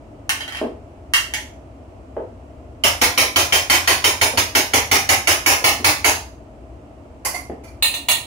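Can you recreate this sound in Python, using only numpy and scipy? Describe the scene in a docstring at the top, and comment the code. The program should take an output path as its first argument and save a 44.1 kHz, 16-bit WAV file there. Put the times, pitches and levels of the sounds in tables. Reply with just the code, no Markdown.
"""A steel spoon raps a mesh strainer in a quick run to knock food off into a pan, in a tiled kitchen.
Lighter clinks come before the run; after it, spoon and strainer are put down among steel bowls.
Each blow is a rattle of short-lived modes from filtered noise plus room reflections; metal adds ringing sines.
A few dull thuds and a low hum of shaped noise lie underneath.
The recorder's limiter flattens the top of every loud blow."""
import sys
import numpy as np
from scipy import signal
from scipy.fft import rfft, irfft
from scipy.io import wavfile
from scipy.ndimage import uniform_filter1d

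SR = 44100
rng = np.random.default_rng(int(sys.argv[2]) if len(sys.argv) > 2 else 0)


def bounce(signal):
    """Save signal as a 16-bit WAV file at the path given by the first command-line argument."""
    frames = np.transpose(np.atleast_2d(signal))
    limited = np.clip(frames, -1, 1)
    pcm = np.round(limited * 32767).astype(np.int16)
    wavfile.write(sys.argv[1], SR, pcm)


N = 364244
RING_TIME = np.arange(SR) / SR   # one second of time, s


def from_db(db):
    """Decibels to gain."""
    return 10 ** (np.asarray(db) / 20)


def rms_one(x):
    """Scale to rms 1."""
    return x / np.sqrt(np.mean(x ** 2) + 1e-20)


def unit_energy(x):
    """Scale so that the squares sum to 1, averaged over the channels."""
    return rms_one(x) / np.sqrt(x.shape[-1])


def at_hz(points, hz):
    """Read a table along log frequency."""
    table_hz, value = np.transpose(points)
    return np.interp(np.log(np.maximum(hz, 1)), np.log(table_hz), value)


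def bins(size):
    """Frequencies of a real FFT, in Hz."""
    return np.arange(size // 2 + 1) * SR / size


def fade(t60):
    """Exponential decay by 60 dB in t60 seconds."""
    return from_db(-60 * RING_TIME / t60)


def four_columns(table):
    """Columns that a table leaves out count as 0."""
    return [(*row, 0, 0)[:4] for row in table]


def add(out, start_s, sound):
    """Mix a sound in at start_s."""
    start = round(start_s * SR)
    out[:, start:start + sound.shape[1]] += sound[:, :N - start]


def colour(x, points, size=4096):
    """Causal (minimum-phase) filter with the given spectrum and unit power gain."""
    cepstrum = irfft(np.log(unit_energy(from_db(at_hz(points, bins(size))))))
    # folding the cepstrum forward in time gives minimum phase
    cepstrum[1:size // 2] *= 2
    cepstrum[size // 2 + 1:] = 0
    response = unit_energy(irfft(np.exp(rfft(cepstrum))))
    return signal.fftconvolve(x, response)[:len(x)]


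# how alike the two microphones hear a diffuse sound: pitch_hz, correlation (-1 to 1)
MIC_LIKENESS = [(100, 0.96), (300, 0.94), (600, 0.61), (1000, 0.2), (1500, -0.29), (3000, 0.06)]


def diffuse(size):
    """Noise spectrum at two close microphones: alike in the bass, partly opposed near 1.5 kHz, unrelated above."""
    mid, side = rfft(rng.standard_normal((2, size)))
    alike = np.clip(at_hz(MIC_LIKENESS, bins(size)), -.99, .99)
    return np.sqrt(1 + alike) * mid + np.sqrt(1 - alike) * side * [[1], [-1]]


# how long the room rings in each band: pitch_hz, t60_s
ROOM_DECAY = [(100, 0.77), (300, 0.33), (800, 0.42), (2000, 0.36), (5000, 0.39), (15000, 0.25)]


def room_tail(build_s=0.0019, shared_db=-3.5, shared_t60=0.3):
    """Dense reflections: each band dies at its own rate, over one shared decay from hob and tiles."""
    noise, tail = diffuse(SR), 0
    for band_hz, t60 in ROOM_DECAY:
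        share = at_hz([(hz, hz == band_hz) for hz, _ in ROOM_DECAY], bins(SR))
        decay = fade(t60) + from_db(shared_db) * fade(shared_t60)
        tail = tail + irfft(noise * share, SR) * decay
    return unit_energy(tail * (1 - np.exp(-RING_TIME / build_s)))


def blows(chatter_db, chatter_s, rebounds=6):
    """One main contact and a few weaker rebounds, as clicks."""
    clicks = np.zeros(SR)
    after_s = rng.uniform(.1, 1, rebounds) * chatter_s
    clicks[(after_s * SR).astype(int)] = from_db(chatter_db) * rng.choice([-1, 1], rebounds)
    clicks[0] = 1
    return clicks


def spread_click(t60, rise_s=0.00077, size=SR // 2):
    """Bending waves smear a click in time: even in the lows, with chance resonances in the treble."""
    envelope = fade(t60) * (1 - np.exp(-RING_TIME / rise_s))
    noise = rng.standard_normal(SR) * envelope
    burst = rfft(unit_energy(noise[:size]))
    evenness = np.clip(at_hz([(1500, 0.99), (5000, 0.42)], bins(size)), 0, 1)
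    flattened = burst / (np.abs(burst) + 1e-12) ** evenness
    return unit_energy(irfft(flattened)[:size // 2])


def crashes(rows, spectrum, t60, direct_db, chatter_db, chatter_s, lag_s, bright_db, bright_slope=0):
    """Each blow rattles dense, short-lived modes; rattle and reflections partly renew as the hand moves."""
    out = np.zeros((2, N))
    room, body = room_tail(), spread_click(t60)
    usual_db = np.mean([row[1] for row in rows])
    for start_s, strength_db, *_ in rows:
        body = unit_energy(body + 1.84 * spread_click(t60))
        room = unit_energy(room + 1.05 * room_tail())
        rattle = signal.fftconvolve(blows(chatter_db, chatter_s), body)[:SR]
        crash = colour(rattle, spectrum) * np.sqrt(SR / 20)   # from unit energy to a working level
        late_right = np.interp(RING_TIME - lag_s, RING_TIME, crash, left=0)
        direct = np.array([crash, late_right])
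        sound = signal.fftconvolve(crash[None], room)[:, :SR] + from_db(direct_db) * direct
        # a harder contact lifts the treble, by bright_slope dB for each dB of strength
        treble_db = bright_db + bright_slope * (strength_db - usual_db)
        treble = signal.lfilter(*signal.butter(1, 3500, "high", fs=SR), sound)
        shelved = sound + (from_db(treble_db) - 1) * treble
        add(out, start_s, from_db(strength_db) * shelved)
    return out


def ringing(rows, modes, t60, damping=0.2, scatter_db=0.0, contact_hz=30000, swell_s=0.0016, wobble=1.0):
    """Decaying sines weighted by the spot struck; reflections make them waver, differently on each side."""
    size, wobble_count = SR // 2, 36   # half a second of ring, with 36 changes of path
    out, t = np.zeros((2, N)), RING_TIME[:size]
    hz, level_db, spot_db, _ = np.transpose(four_columns(modes))
    level_db = level_db - 10 * np.log10(1 + (hz / contact_hz) ** 4)   # a soft contact misses the high modes
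    lasts_s = t60 * (hz / np.median(hz)) ** -damping   # with damping, high modes die sooner
    rings = np.exp(2j * np.pi * hz[:, None] * t) * fade(lasts_s[:, None])[:, :size]
    rings = rings * (1 - np.exp(-t / swell_s))   # the ring swells as reflections arrive
    alike = np.clip(at_hz(MIC_LIKENESS, hz), 0, 1)[:, None]
    for start_s, strength_db, ring_db, spot in four_columns(rows):
        chance_db = scatter_db * rng.standard_normal(len(hz))
        strengths = from_db(strength_db + ring_db + level_db + spot * spot_db + chance_db)
        phases = np.exp(2j * np.pi * rng.random((2, len(hz), wobble_count + 1)))
        paths = phases[..., :1] + wobble * phases[..., 1:]   # the direct path plus changing reflections
        paths[1] = alike * paths[0] + np.sqrt(1 - alike ** 2) * paths[1]
        wavering = signal.resample(paths * strengths[:, None], size, axis=-1)
        add(out, start_s, (wavering * rings).imag.sum(axis=1))
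    return out


def to_right(x, pan_db):
    """Make the right side louder than the left by pan_db."""
    return x * from_db(pan_db * np.array([[-1], [1]]) / 2)


# spectrum of the low hum: pitch_hz, relative level_db (per Hz)
HUM_COLOUR = [(22, -28), (45, -5.5), (64, 4), (118, -3.5), (175, -16), (280, -2.5), (420, -13), (650, -14),
              (1000, -18)]
# spectrum of the faint hiss: pitch_hz, relative level_db (per Hz)
HISS_COLOUR = [(900, -9.5), (1300, -5.5), (1600, -12.5), (2800, -14), (3600, -24), (8000, -25.5),
               (15800, -42.5)]
# resonances in the hum: pitch_hz, half_width_hz, level_db (rms of the layer)
HUM_RESONANCES = [(63, 8.5, -50), (305.5, 140, -63.5), (641.6, 46, -49.5)]


def background():
    """Low kitchen hum with a few resonances, and a faint hiss, all as steady shaped noise."""
    hz = bins(N)
    hum = from_db(at_hz(HUM_COLOUR, hz)) / (1 + (hz / 1100) ** 8)   # nothing much above 1.1 kHz
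    hiss = from_db(at_hz(HISS_COLOUR, hz))
    layers = [(hum, -41), (hiss, -56.5)]   # shape, rms level_db
    for centre_hz, half_width_hz, level_db in HUM_RESONANCES:
        layers.append((1 / (1 + ((hz - centre_hz) / half_width_hz) ** 2), level_db))
    return sum(from_db(level_db) * rms_one(irfft(diffuse(N) * shape, N)) for shape, level_db in layers)


# dull thuds on the counter: start_s, strength_db
THUD_TIMES = [(0.614, -17), (2.166, -20.5), (4.335, -23.5), (5.622, -28.5), (5.800, -25), (7.497, -22)]
# spectrum of a thud: pitch_hz, relative level_db (per Hz)
THUD_SPECTRUM = [(80, -14), (150, -16), (235, 0), (500, 3.5), (760, -2.5), (1100, -15), (2500, -30.5),
                 (6000, -65)]


def thuds():
    """Blows on the counter: short, low-pitched vibration without any lasting ring."""
    return from_db(-6.8) * crashes(THUD_TIMES, THUD_SPECTRUM, t60=0.014, direct_db=-5.5, chatter_db=-16.5,
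                                   chatter_s=0.044, lag_s=.00004, bright_db=-7.0)


# strainer set into a steel bowl: start_s, strength_db, ring_db, spot struck (about -1 to 1)
BOWL_TIMES = [(7.824, -15, -1.5, -1.27), (7.939, -25.5, -1.5, -0.065), (8.085, -14, -11, 0.94),
              (8.112, -26, 5.5, 0.61)]
# spectrum of the bowl's rattle: pitch_hz, relative level_db (per Hz)
BOWL_SPECTRUM = [(200, -9.5), (450, -13), (560, 2.5), (1000, 3), (1600, -9), (2700, 9), (3100, 2.5),
                 (4100, 5.5), (5700, -22), (6300, -4), (10500, 1.5), (13400, -14), (15600, 1.5)]
# lasting modes of the bowl: pitch_hz, level_db, spot_db (gained at spot 1)
BOWL_RING = [(1830, -10, -1), (1900, -14, 6), (2590, -12, -4.5), (2780, -7, 1), (2820, -2, 3),
             (3390, -7, 5), (3630, -7, -3), (3760, -9, -3), (4000, -8.5, -2), (4087, -4, -6),
             (4330, -11, 6), (5360, -16, 6), (6220, -10.5, 4), (6934, -17, 9), (7600, -8, -3),
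             (10480, -8, 6), (13500, -10, 11), (14750, -13, -6)]


def bowl_hits():
    """The strainer lands in a steel bowl: a bright rattle and a strong ring."""
    rattle = crashes(BOWL_TIMES, BOWL_SPECTRUM, t60=0.052, direct_db=-4.0, chatter_db=-18.5,
                     chatter_s=0.018, lag_s=.00005, bright_db=2.5, bright_slope=0.35)
    ring = ringing(BOWL_TIMES, BOWL_RING, t60=0.28)
    return to_right(from_db(-2.5) * rattle + from_db(0.5) * ring, pan_db=1.5)


# spoon put down, then two faint metallic touches: start_s, strength_db, ring_db, spot struck (-1 to 1)
PUT_DOWN_TIMES = [(7.249, -21, 6, 0), (7.343, -30, 15, -0.2), (7.636, -43, 8, 0.96), (7.678, -49, 14, 0.86)]
# spectrum of these contacts' rattle: pitch_hz, relative level_db (per Hz)
PUT_DOWN_SPECTRUM = [(150, -19), (600, -2.5), (1200, -3), (1750, -10), (2100, -3), (2600, -10), (4100, -16),
                     (5200, -6.5), (8400, -10.5), (10700, -3.5), (13000, -15)]
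# lasting modes of these contacts: pitch_hz, level_db, spot_db (gained at spot 1)
PUT_DOWN_RING = [(715, -4.5, -10), (974, -11), (2054, 0, -10), (2120, 1.5, -12), (2353, -12, 14),
                 (4490, -5), (6130, -11), (6860, -10, -5)]


def spoon_down():
    """The spoon is put down, then two faint metallic touches: rattles and rings, all modes decaying alike."""
    rattle = crashes(PUT_DOWN_TIMES, PUT_DOWN_SPECTRUM, t60=0.035, direct_db=-13.0, chatter_db=-16.5,
                     chatter_s=0.026, lag_s=.0001, bright_db=-5.5, bright_slope=0.49)
    ring = ringing(PUT_DOWN_TIMES, PUT_DOWN_RING, t60=0.32, damping=0)
    return to_right(from_db(-1.5) * rattle + from_db(-18.0) * ring, pan_db=2.5)


# spoon touching the strainer while scooping: start_s, strength_db, ring_db, spot struck (-1 to 1)
CLINK_TIMES = [(0.293, -19, 7.5, 0), (0.405, -32, 13, 1), (0.478, -32, 8, 1), (0.5225, -34, 8, 1),
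               (0.548, -33, 8, 1), (0.570, -32, 5), (1.136, -16.5, 14.5, -1), (1.337, -22.5, 5, 0)]
# spectrum of a clink's rattle: pitch_hz, relative level_db (per Hz)
CLINK_SPECTRUM = [(150, -15.5), (550, -6.5), (850, 2), (1500, 2), (1850, 7.5), (3100, 5), (3600, -2),
                  (5200, -1.5), (8600, -4.5), (11300, -1), (13000, -12.5), (15700, -7.5)]
# lasting modes of a clink: pitch_hz, level_db, spot_db (gained at spot 1)
CLINK_RING = [(1500, -12, 4), (1765, -8, 3), (1831, -7, -3), (2165, -3.5, -1), (2770, -4, -7),
              (2820, -1.5, -2.5), (3128, 1, 4), (3354, -8), (3945, -6, 2), (4290, -9.5), (4762, -7.5),
              (5045, -5), (5940, -7, -3), (6740, -8), (9850, -2), (11820, -3, -2)]


def clinks():
    """The spoon touches the mesh: a very short rattle, and a ring whose top is dulled by the soft contact."""
    rattle = crashes(CLINK_TIMES, CLINK_SPECTRUM, t60=0.012, direct_db=-4, chatter_db=-12.5,
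                     chatter_s=.012, lag_s=0.00018, bright_db=-8.5, bright_slope=0.95)
    ring = ringing(CLINK_TIMES, CLINK_RING, t60=0.3, contact_hz=5000, wobble=0.99)
    return from_db(-2.0) * rattle + from_db(-15) * ring


# the spoon's own modes during the knocks: pitch_hz, level_db, spot_db (gained at spot 1)
SPOON_KNOCK_RING = [(2774, -8, -2), (2940, -7, -1.5), (3120, -6, 7)]
# contact shifting along the spoon, its ring damped by the end: start_s, ring_db, spot struck (-1 to 1)
SPOON_GRIP = [(2.84, 11, -0.82), (3.01, -1.5, 0.82), (3.52, 9, 1), (3.87, 0.5, 0.73), (4.04, 8, .5),
              (4.3, -3, 0), (6.05, -6.5, -0.089)]


def spoon_ring():
    """At every knock the spoon rings as freely as the hand lets it."""
    times, ring_db, spot = np.transpose(SPOON_GRIP)
    rows = [(s, db, np.interp(s, times, ring_db), np.interp(s, times, spot)) for s, db, *_ in KNOCK_TIMES]
    return ringing(rows, SPOON_KNOCK_RING, t60=0.25)


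# brief modes of the strainer's rim: pitch_hz, level_db, spot_db (gained at spot 1)
RIM_CLANK = [(1383, -4), (1889, -4), (2120, 0), (2271, 2.5, 3.5), (2979, -1.5), (4400, -9), (4449, -1, -2),
             (10900, -6)]


def rim_clank():
    """The rim clanks briefly at each knock, more or less by how squarely it is hit."""
    along_rim = np.linspace(-1, 1, len(KNOCK_TIMES))   # the spot struck creeps along the rim
    rows = [(*row[:3], spot) for row, spot in zip(four_columns(KNOCK_TIMES), along_rim)]
    return ringing(rows, RIM_CLANK, t60=0.081, scatter_db=2.6)


# late metallic ringing after the knocks: pitch_hz, level_db, spot_db (gained at spot 1)
LATE_RING = [(380, -8.5), (630, -6.5), (825, -4.5, 2.5), (2228, -3, 3), (2640, -6), (4850, -7.5),
             (5062, -6.5), (5750, -8), (6546, -7.5), (8288, -11), (9342, -11), (9759, -9.5), (11310, -11),
             (14822, -14)]


def late_ring():
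    """Late metallic ringing swells after each knock and lingers over a low boom."""
    along_rim = np.linspace(-1, 1, len(KNOCK_TIMES))
    rows = [(*row[:2], 0, spot) for row, spot in zip(KNOCK_TIMES, along_rim)]
    ring = ringing(rows, LATE_RING, t60=0.25, damping=0, swell_s=0.027)
    boom = ringing([row[:2] for row in KNOCK_TIMES], [(86, -13.5)], t60=0.63, wobble=0.75)
    return ring + boom


# the run of knocks, glancing or square: start_s, strength_db, clank_db (extra clank of the rim)
KNOCK_TIMES = [(2.8366, -6.5, -6.5), (3.014, -6, -5), (3.1758, -5.5, -4), (3.3594, -5.5, 3),
               (3.523, -6, -2), (3.698, -3.5, 5), (3.8743, -5.5, 3), (4.0412, -6), (4.2125, -7),
               (4.373, -9), (4.5504, -6.5), (4.7348, -7), (4.9134, -5), (5.0898, -5.5), (5.272, -5),
               (5.461, -2.2), (5.641, -4.5), (5.8436, -4.5), (6.044, -5, 5)]
# spectrum of a knock's rattle: pitch_hz, relative level_db (per Hz)
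KNOCK_SPECTRUM = [(60, -20.5), (95, -0.5), (160, -17), (290, -3), (800, 2), (1550, -1.5), (2200, 5),
                  (3600, -4), (6500, 0), (7800, -8.5), (8800, -9.5), (9300, -3), (11200, -4), (13000, -9.5),
                  (15700, -6)]


def knocks():
    """The spoon raps the strainer: a hard rattle, the spoon's ring, the rim's clank and late ringing."""
    rattle = crashes(KNOCK_TIMES, KNOCK_SPECTRUM, t60=0.031, direct_db=-15, chatter_db=-17.5,
                     chatter_s=.04, lag_s=.0003, bright_db=-2.5, bright_slope=0.4)
    rings = from_db(-12.0) * spoon_ring() + from_db(-11.5) * rim_clank() + from_db(-10.5) * late_ring()
    return from_db(-3.5) * rattle + rings


# colour of each side: pitch_hz, balance_db (left minus right)
SIDE_BALANCE = [(80, 2), (300, .3), (800, 1.2), (1300, -2.2), (3000, -3.5), (6000, -2.8), (8500, .3),
                (11000, -1.8), (14500, 2.5)]


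def scene():
    """All blows and the background, with the colour of each side."""
    total = background() + thuds() + bowl_hits() + spoon_down() + clinks() + knocks()
    side_db = at_hz(SIDE_BALANCE, bins(N)) * np.array([[1], [-1]]) / 2
    return irfft(rfft(total) * from_db(side_db), N)


def limiter(x, ceiling_db=-10.5, release_db_per_s=170, size=130):
    """Gain drops within about 3 ms when the short-time level passes the ceiling, then recovers steadily."""
    power = uniform_filter1d(np.mean(x ** 2, axis=0), size)
    over_db = np.maximum(10 * np.log10(np.abs(power) + 1e-12) - ceiling_db, 0)
    ramp_db = release_db_per_s * np.arange(N) / SR
    held_db = np.maximum.accumulate(over_db + ramp_db) - ramp_db   # each peak is let go at the release rate
    return x * from_db(-uniform_filter1d(held_db, size))


def record(dry):
    """Limiter, full-scale clip and a steep top cut."""
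    top_cut = signal.ellip(12, .1, 80, 15700, fs=SR, output="sos")   # ripple dB, stopband dB, cutoff Hz
    return signal.sosfilt(top_cut, np.clip(limiter(dry), -1, 1))


dry = scene()
out = record(dry)
bounce(out)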